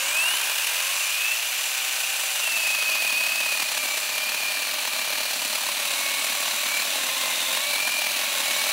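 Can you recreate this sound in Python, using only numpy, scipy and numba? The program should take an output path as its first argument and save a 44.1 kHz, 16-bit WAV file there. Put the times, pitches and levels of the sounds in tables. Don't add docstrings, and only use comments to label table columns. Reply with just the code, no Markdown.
import sys
import numpy as np
from scipy import signal
from scipy.fft import rfft, irfft, next_fast_len
from scipy.io import wavfile
from scipy.ndimage import uniform_filter1d
from numba import njit

SR = 44100
rng = np.random.default_rng(int(sys.argv[2]) if len(sys.argv) > 2 else 0)


def generate_wav(signal):
    frames = np.transpose(np.atleast_2d(signal))
    scaled = np.clip(frames, -1, 1) * 32767
    pcm = np.round(scaled).astype(np.int16)
    wavfile.write(sys.argv[1], SR, pcm)


def volts_from_db(level):
    exponent = np.asarray(level, float) / 20
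    return 10 ** exponent


N = 384552
TIME = np.arange(N) / SR
TEETH, LINKS_PER_GEAR_CYCLE = 6, .5105
FREE_FROM_S, FREE_FULL_S, LOAD_FROM_S, LOAD_FULL_S = 1.1, 1.7, 2.25, 2.45
BITE_S = 2.3
TOP_HZ = 15730

# time_s, gear_hz
CUT_SPEED = [(2.46, 1349), (2.68, 1267), (3.12, 1245), (3.36, 1277), (3.9, 1152), (4.4, 1217), (4.75, 1155),
             (5.45, 1208), (5.9, 1107), (6.52, 1110), (6.8, 1159), (7.08, 1037), (7.22, 1059), (7.46, 1024),
             (7.76, 1170), (7.97, 1198), (8.341, 1086), (8.72, 1139)]


def speed():
    free_hz, inertia_s = 1522.7, .07
    ramp_hz = np.minimum(519.4 + 670 * TIME - 40 * TIME ** 2, free_hz)
    held_hz = columns([(BITE_S, free_hz)] + CUT_SPEED)[0]
    gear_hz = np.where(TIME < BITE_S, ramp_hz, held_hz)
    return uniform_filter1d(gear_hz, int(inertia_s * SR), mode="nearest")


# first_s, last_s, bounces_count, swell_db
CHATTER = [(0.034, 0.196, 9, 0.5), (0.232, 0.284, 2, 1), (0.314, 0.496, 9, 1.3), (0.592, 1.15, 16, 0.2),
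           (1.221, 1.659, 14, 0.35), (1.774, 2.03, 12, 0.5), (2.198, 2.519, 9, 1.4), (2.57, 2.707, 5, 2),
           (2.751, 2.864, 4, 2.5), (2.894, 2.978, 4, 2.3), (3.021, 3.129, 5, 2), (3.15, 3.356, 8, 1.65),
           (3.406, 3.492, 4, 1.7), (3.524, 3.625, 5, 2.5), (3.69, 3.835, 6, 1.85), (3.856, 4.092, 9, 2),
           (4.125, 4.515, 15, 1.66), (4.547, 4.596, 3, 1.5), (4.626, 4.854, 11, 1.35),
           (4.876, 5.077, 8, 2.0), (5.105, 5.359, 11, 2.5), (5.395, 5.637, 10, 2), (5.664, 5.99, 13, 1.5),
           (6.01, 6.588, 23, 1.56), (6.609, 7.092, 19, 1.3), (7.166, 7.424, 12, 1.1), (7.491, 7.569, 5, 2),
           (7.712, 7.989, 13, 2.13), (8.018, 8.24, 10, 1.65), (8.326, 8.694, 15, 1.4)]


def knocks():
    gain, scatter, jitter_s = 1.33, 0.33, 0.0013
    runs = [(s, db) for first, last, count, db in CHATTER for s in np.linspace(first, last, int(round(count)))]
    s, db = np.transpose(runs)
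    early_late, soft_hard = rng.standard_normal((len(s), 2)).T
    at = ((s + jitter_s * early_late) * SR).astype(int)
    train = np.zeros(N)
    train[np.clip(at, 0, N - 1)] = gain * db * (1 + scatter * soft_hard)
    return train


# start_s, length_s, rise_s, level_db
SQUEALS = [
    (2.42, 1.23, .06, -30),
    (3.78, 0.22, .1, -38),
    (4.073, 0.63, .2, -36.5),
    (4.9, 0.35, .2, -43),
    (5.95, 0.33, .1, -39),
    (6.653, 0.16, 0.24, -30),
    (7.17, 0.17, .1, -46),
    (7.632, 0.51, 0.22, -33.5),
    (8.35, .5, .3, -39),
]


def squeal():
    spells = sum(volts_from_db(db) * spell(s, length, rise, min(0.29, length / 2)) for s, length, rise, db in SQUEALS)
    return volts_from_db(-47.5) + spells


# pitch_hz, level_db
LINK_TONE = [(264, -76), (390, -56), (500, -51.5), (575, -47.5), (610, -54), (660, -56), (720, -56),
             (775, -47)]
GEAR_TONE = [(517, -45), (640, -44.5), (764, -57), (1014, -46), (1120, -46), (1200, -55), (1330, -57),
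             (1520, -49)]
MESH_TONE = [(1000, -25), (2050, -24), (2400, -9), (2600, -1), (2850, -4), (3150, -17), (3700, -27),
             (4300, -63)]
# multiple, level_db
SPROCKET = [(1, -77), (2, -79), (4, -60.5)]


def whine(gear_hz, turns, train):
    load = np.interp(TIME, (LOAD_FROM_S, LOAD_FULL_S), (.2, 1))
    slowing_hz = 11.2 * bounces(train, 0.0053, 0.012)
    wobble = turns + load * (.018 * walk(60) + .04 * walk(18) - np.cumsum(slowing_hz) / SR)
    choke = volts_from_db(load * (1.1 * walk(35) - 2.6 * bounces(train, .004, .008)))

    link = volts_from_db(along(LINKS_PER_GEAR_CYCLE * gear_hz, LINK_TONE) + 1.3 * walk(6) - 5 * (1 - load))
    gear = volts_from_db(along(gear_hz, GEAR_TONE) + 1.2 * walk(6) - 1.9 * (0.5 - load))
    second = volts_from_db(-28.5 + along(2 * gear_hz, MESH_TONE))
    fourth = volts_from_db(-22.5 + along(4 * gear_hz, MESH_TONE))
    fifth = volts_from_db(-31.5 + along(5 * gear_hz, MESH_TONE))
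    torque = 0.13 + spell(0, 1.37, .01, .1)
    second = np.where(TIME < BITE_S, second * torque, squeal())

    sizes = link, gear, second, fourth, fifth
    orders = (1, *np.array([1, 2, 4, 5]) / LINKS_PER_GEAR_CYCLE)
    tones = sum(size * np.sin(2 * np.pi * k * wobble) for k, size in zip(orders, sizes))
    free = np.interp(TIME, (FREE_FROM_S, FREE_FULL_S, LOAD_FROM_S, LOAD_FULL_S), (0, 1, 1, 0))
    shaft = sum(volts_from_db(db) * np.sin(2 * np.pi * k * turns / TEETH) for k, db in SPROCKET)
    return np.sqrt(2) * (volts_from_db(0.5) * choke * tones + free * shaft)


def links(turns, scatter_db, slip):
    at = np.flatnonzero(np.diff(np.floor(turns)))
    early_late, soft_hard = rng.standard_normal((len(at), 2)).T
    at_slipped = at + (slip * early_late * np.gradient(at)).astype(int)
    clicks = np.zeros(N)
    clicks[np.clip(at_slipped, 0, N - 1)] = volts_from_db(scatter_db * soft_hard)
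    return level(clicks - clicks.mean())


def friction(turns):
    clicks = links(turns, scatter_db=2.0, slip=.22)
    once_a_turn = 1 + 0.15 * np.sin(2 * np.pi * turns / TEETH)
    loose_db = np.interp(TIME, (LOAD_FROM_S, LOAD_FULL_S), (2.2, .9))
    ticks = walk(90)
    slap = volts_from_db(loose_db * (ticks - uniform_filter1d(ticks, SR // 40))) * once_a_turn

    def rub(swell_db, click_db):
        return slap * volts_from_db(swell_db) * (rng.standard_normal(N) + volts_from_db(click_db) * clicks)
    return rub


# pitch_hz, level_db
HISS = [(710, -52), (1200, -10.5), (2010, -8), (2520, -2.5), (3220, -5.5), (4220, -7), (5290, -10.5),
        (6080, -8.5), (7700, -12), (9860, -12), (15600, -14)]
# pitch_hz, width_hz, level_db
PLATES = [(7840, 480, 9), (9800, 890, 9.5), (6000, 230, -36.5)]


def sliding(rub, jolt):
    hiss = volts_from_db(1.0) * colour(rub(1.42 * jolt, -11.5), HISS)
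    plates = volts_from_db(-10.0 + 1.4 * walk(2.95)) * ring(rub(1.3 * jolt, -15), PLATES)
    return hiss + plates


def drive_bands(rub, jolt, links_hz, depth):
    cutting_db = np.interp(TIME, (BITE_S, BITE_S + .3), (-28, 0))
    drag = rub(1.0 * jolt, -40)
    upper = volts_from_db(buried(depth, -12.5, -5.5) + cutting_db) * smear(drag, 6.95 * links_hz, 900.)
    pair = smear(drag, 3.92 * links_hz, 140.) + volts_from_db(-6) * smear(drag, 4.9 * links_hz, 250.)
    lower = volts_from_db(-14.5 + cutting_db) * pair
    ridge = volts_from_db(-13) * spell(7.33, 0.4, .15, .08) * smear(drag, 6.85 * links_hz, 220.)
    blades_per_gear_cycle = 13.2
    fan_hz = np.minimum(blades_per_gear_cycle / LINKS_PER_GEAR_CYCLE * links_hz, TOP_HZ)
    fan = volts_from_db(-9.5) * spell(-1, 1.45, .1, 0.18) * smear(drag, fan_hz, 2600.0)
    return fan + upper + ridge + lower


# pitch_hz, width_hz, level_db
BLADE = [(7300, 120, 3), (4200, 60, -8), (5980, 35, -2), (7940, 30, -8), (6130, 60, -4), (9230, 60, -9),
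         (9980, 40, -9), (10470, 50, -10)]


def blade_face(rub, jolt, face_db):
    return volts_from_db(-10.5 + face_db + 2.0 * walk(7)) * ring(rub(0.54 * jolt, -13), BLADE)


# pitch_hz, width_hz, level_db
HOUSING = [(2412, 99, 7.5), (2776, 320, 6.5), (3040, 230, -0.5), (3400, 44, -6.5), (2230, 210, -31)]


def housing_rattle(rub, jolt, depth):
    housing_db = buried(depth, -4.5, -8.5) - squeal() / volts_from_db(-27)
    return volts_from_db(housing_db) * ring(rub(1.3 * jolt, -10.0), HOUSING)


# pitch_hz, width_hz, level_db
COVER = [(1596, 100, 0), (980, 120, -4)]


def cover_slap(rub, thud):
    slack = np.interp(TIME, (0, 0.27, 0.4, 1.5), (.45, 0.82, 0.47, 0.018))
    return volts_from_db(-4.5) * slack * ring(rub(2.6 * thud, -6), COVER)


# pitch_hz, width_hz, level_db
BAR = [(622.4, 82, 1), (1103, 178, -0.5), (778, 223, -1.5), (1486, 440, -3.5), (1837, 225, 0.5)]


def bar_knock(rub, thud, depth):
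    return volts_from_db(buried(depth, -13.5, -7.5)) * ring(rub(3.6 * thud, -9.5), BAR)


# pitch_hz, width_hz, level_db
LOG = [(216.7, 14, 0.5), (303, 73, 1), (157, 35, -1.5)]


def log_knock(rub, thud, depth):
    body = ring(rub(3.1 * thud, -13.0), LOG)
    return volts_from_db(buried(depth, -40, -22)) * ring(body, [(260, 220, 0)])


# time_s, chain_hiss_db, body_coupling_0_to_1 (high at the starting jerk, then depth in the
# wood), face_to_camera_db
HOLD = [(0, -28.5, 0.63, 3.5), (.7, -27, 0.03, 0), (1.4, -28.5, 0.06, 1), (2.3, -28.5, .2, 3.5),
        (2.9, -28.5, 0.63, -3.5), (3.9, -29.5, 0.68, 3.5), (4.5, -30, 0.83, -3), (5.3, -29.5, 0.81, -1.5),
        (6.6, -28.5, 0.81, 2), (7.1, -28.5, 0.92, 0.5), (7.5, -28, 0.93, 0.5), (7.9, -29, .8, -3),
        (8.72, -27, .9, 3)]


def chain(links_hz, turns, train):
    hiss_db, depth, face_db = columns(HOLD)
    rub = friction(turns)
    jolt = bounces(train, .004, 0)
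    thud = 3 * np.tanh(bounces(train, .0035, -.001) / 3)
    metal = sliding(rub, jolt) + drive_bands(rub, jolt, links_hz, depth)
    metal += blade_face(rub, jolt, face_db) + housing_rattle(rub, jolt, depth)
    blows = cover_slap(rub, thud) + bar_knock(rub, thud, depth) + log_knock(rub, thud, depth)
    return volts_from_db(hiss_db) * (metal + blows)


# pitch_hz, level_db
FIELD = [(15, -48), (25, -18), (70, -13), (144, -18), (188, -19), (349, -17), (450, -4), (580, -30),
         (990, -120)]


def field():
    breeze = colour(rng.standard_normal(N), [(20, -7), (45, -8), (95, -1.5), (140, -16), (300, -50)])
    lull_db = np.interp(TIME, (1.1, 2.0, 2.6), (0, -7, 0))
    first_gust = volts_from_db(-67) * np.exp(-(TIME / .9) ** 2)
    gusts = volts_from_db(1.2 * walk(2.9)) * (volts_from_db(-72.5 + lull_db) + first_gust)
    return volts_from_db(-73) * colour(rng.standard_normal(N), FIELD) + gusts * breeze


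def bounces(train, width_s, late_s):
    t = TIME[:SR // 10] - .05 - late_s
    shape = np.exp(-.5 * (t / width_s / np.where(t < 0, .7, 1.3)) ** 2)
    swell = signal.fftconvolve(train, shape, "same")
    return swell - uniform_filter1d(swell, SR // 5)


def buried(depth, clear_db, buried_db):
    return clear_db + (buried_db - clear_db) * depth


def ring(x, modes):
    body = 0
    for k, (hz, width, db) in enumerate(modes):
        body = body + (-1) ** k * volts_from_db(db) * signal.lfilter(*signal.iirpeak(hz, hz / width, SR), x)
    return level(body)


def smear(x, hz, width):
    return level(svf(svf(x, hz, width), hz, width))


@njit
def svf(x, hz, width):
    y, band, low = np.empty(len(x)), 0., 0.
    for i in range(len(x)):
        g, k = np.tan(np.pi * hz[i] / SR), width / hz[i]
        v = (band + g * (x[i] - low)) / (1 + g * (g + k))
        band, low, y[i] = 2 * v - band, low + 2 * g * v, k * v
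    return y


def colour(x, points):
    hz, db = np.transpose(points)
    size = next_fast_len(N)
    log_hz = np.log(np.arange(size // 2 + 1) * SR / size + 1)
    gain = volts_from_db(np.interp(log_hz, np.log(hz), db))
    return level(irfft(rfft(x, size) * gain, size)[:N])


def along(hz, points):
    at, db = np.transpose(points)
    return np.interp(np.log(hz), np.log(at), db)


def walk(rate):
    k = int(SR / rate)
    held = np.repeat(rng.standard_normal(N // k + 1), k)
    return level(uniform_filter1d(uniform_filter1d(held, k), k)[:N])


def spell(start_s, length_s, rise_s, fall_s):
    rise = (TIME - start_s) / rise_s
    fall = (start_s + length_s - TIME) / fall_s
    return np.clip(np.minimum(rise, fall) + .5, 0, 1) ** 2


def columns(table):
    s, *rest = np.transpose(table)
    return [np.interp(TIME, s, c) for c in rest]


def level(x):
    return x / np.sqrt(np.mean(x ** 2))


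def scene():
    gear_hz, train = speed(), knocks()
    links_hz = LINKS_PER_GEAR_CYCLE * gear_hz
    turns = np.cumsum(links_hz) / SR
    mono = whine(gear_hz, turns, train) + chain(links_hz, turns, train) + field()
    return np.array([mono, mono])


def low_pass(x):
    return signal.sosfilt(signal.butter(12, 16920, fs=SR, output="sos"), x)


def record(dry):
    notch_hz, notch_width_hz, ceiling = 7460, 260, .45
    notched = signal.lfilter(*signal.iirnotch(notch_hz, notch_hz / notch_width_hz, SR), dry)
    wet = notched + volts_from_db(-22) * dry
    wet = signal.sosfilt(signal.butter(2, 36, "high", fs=SR, output="sos"), wet)
    wet = ceiling * np.tanh(wet / ceiling)
    wet = signal.sosfilt(signal.ellip(12, .3, 80, TOP_HZ, fs=SR, output="sos"), wet)
    return low_pass(wet)


dry = scene()
out = record(dry)
generate_wav(out)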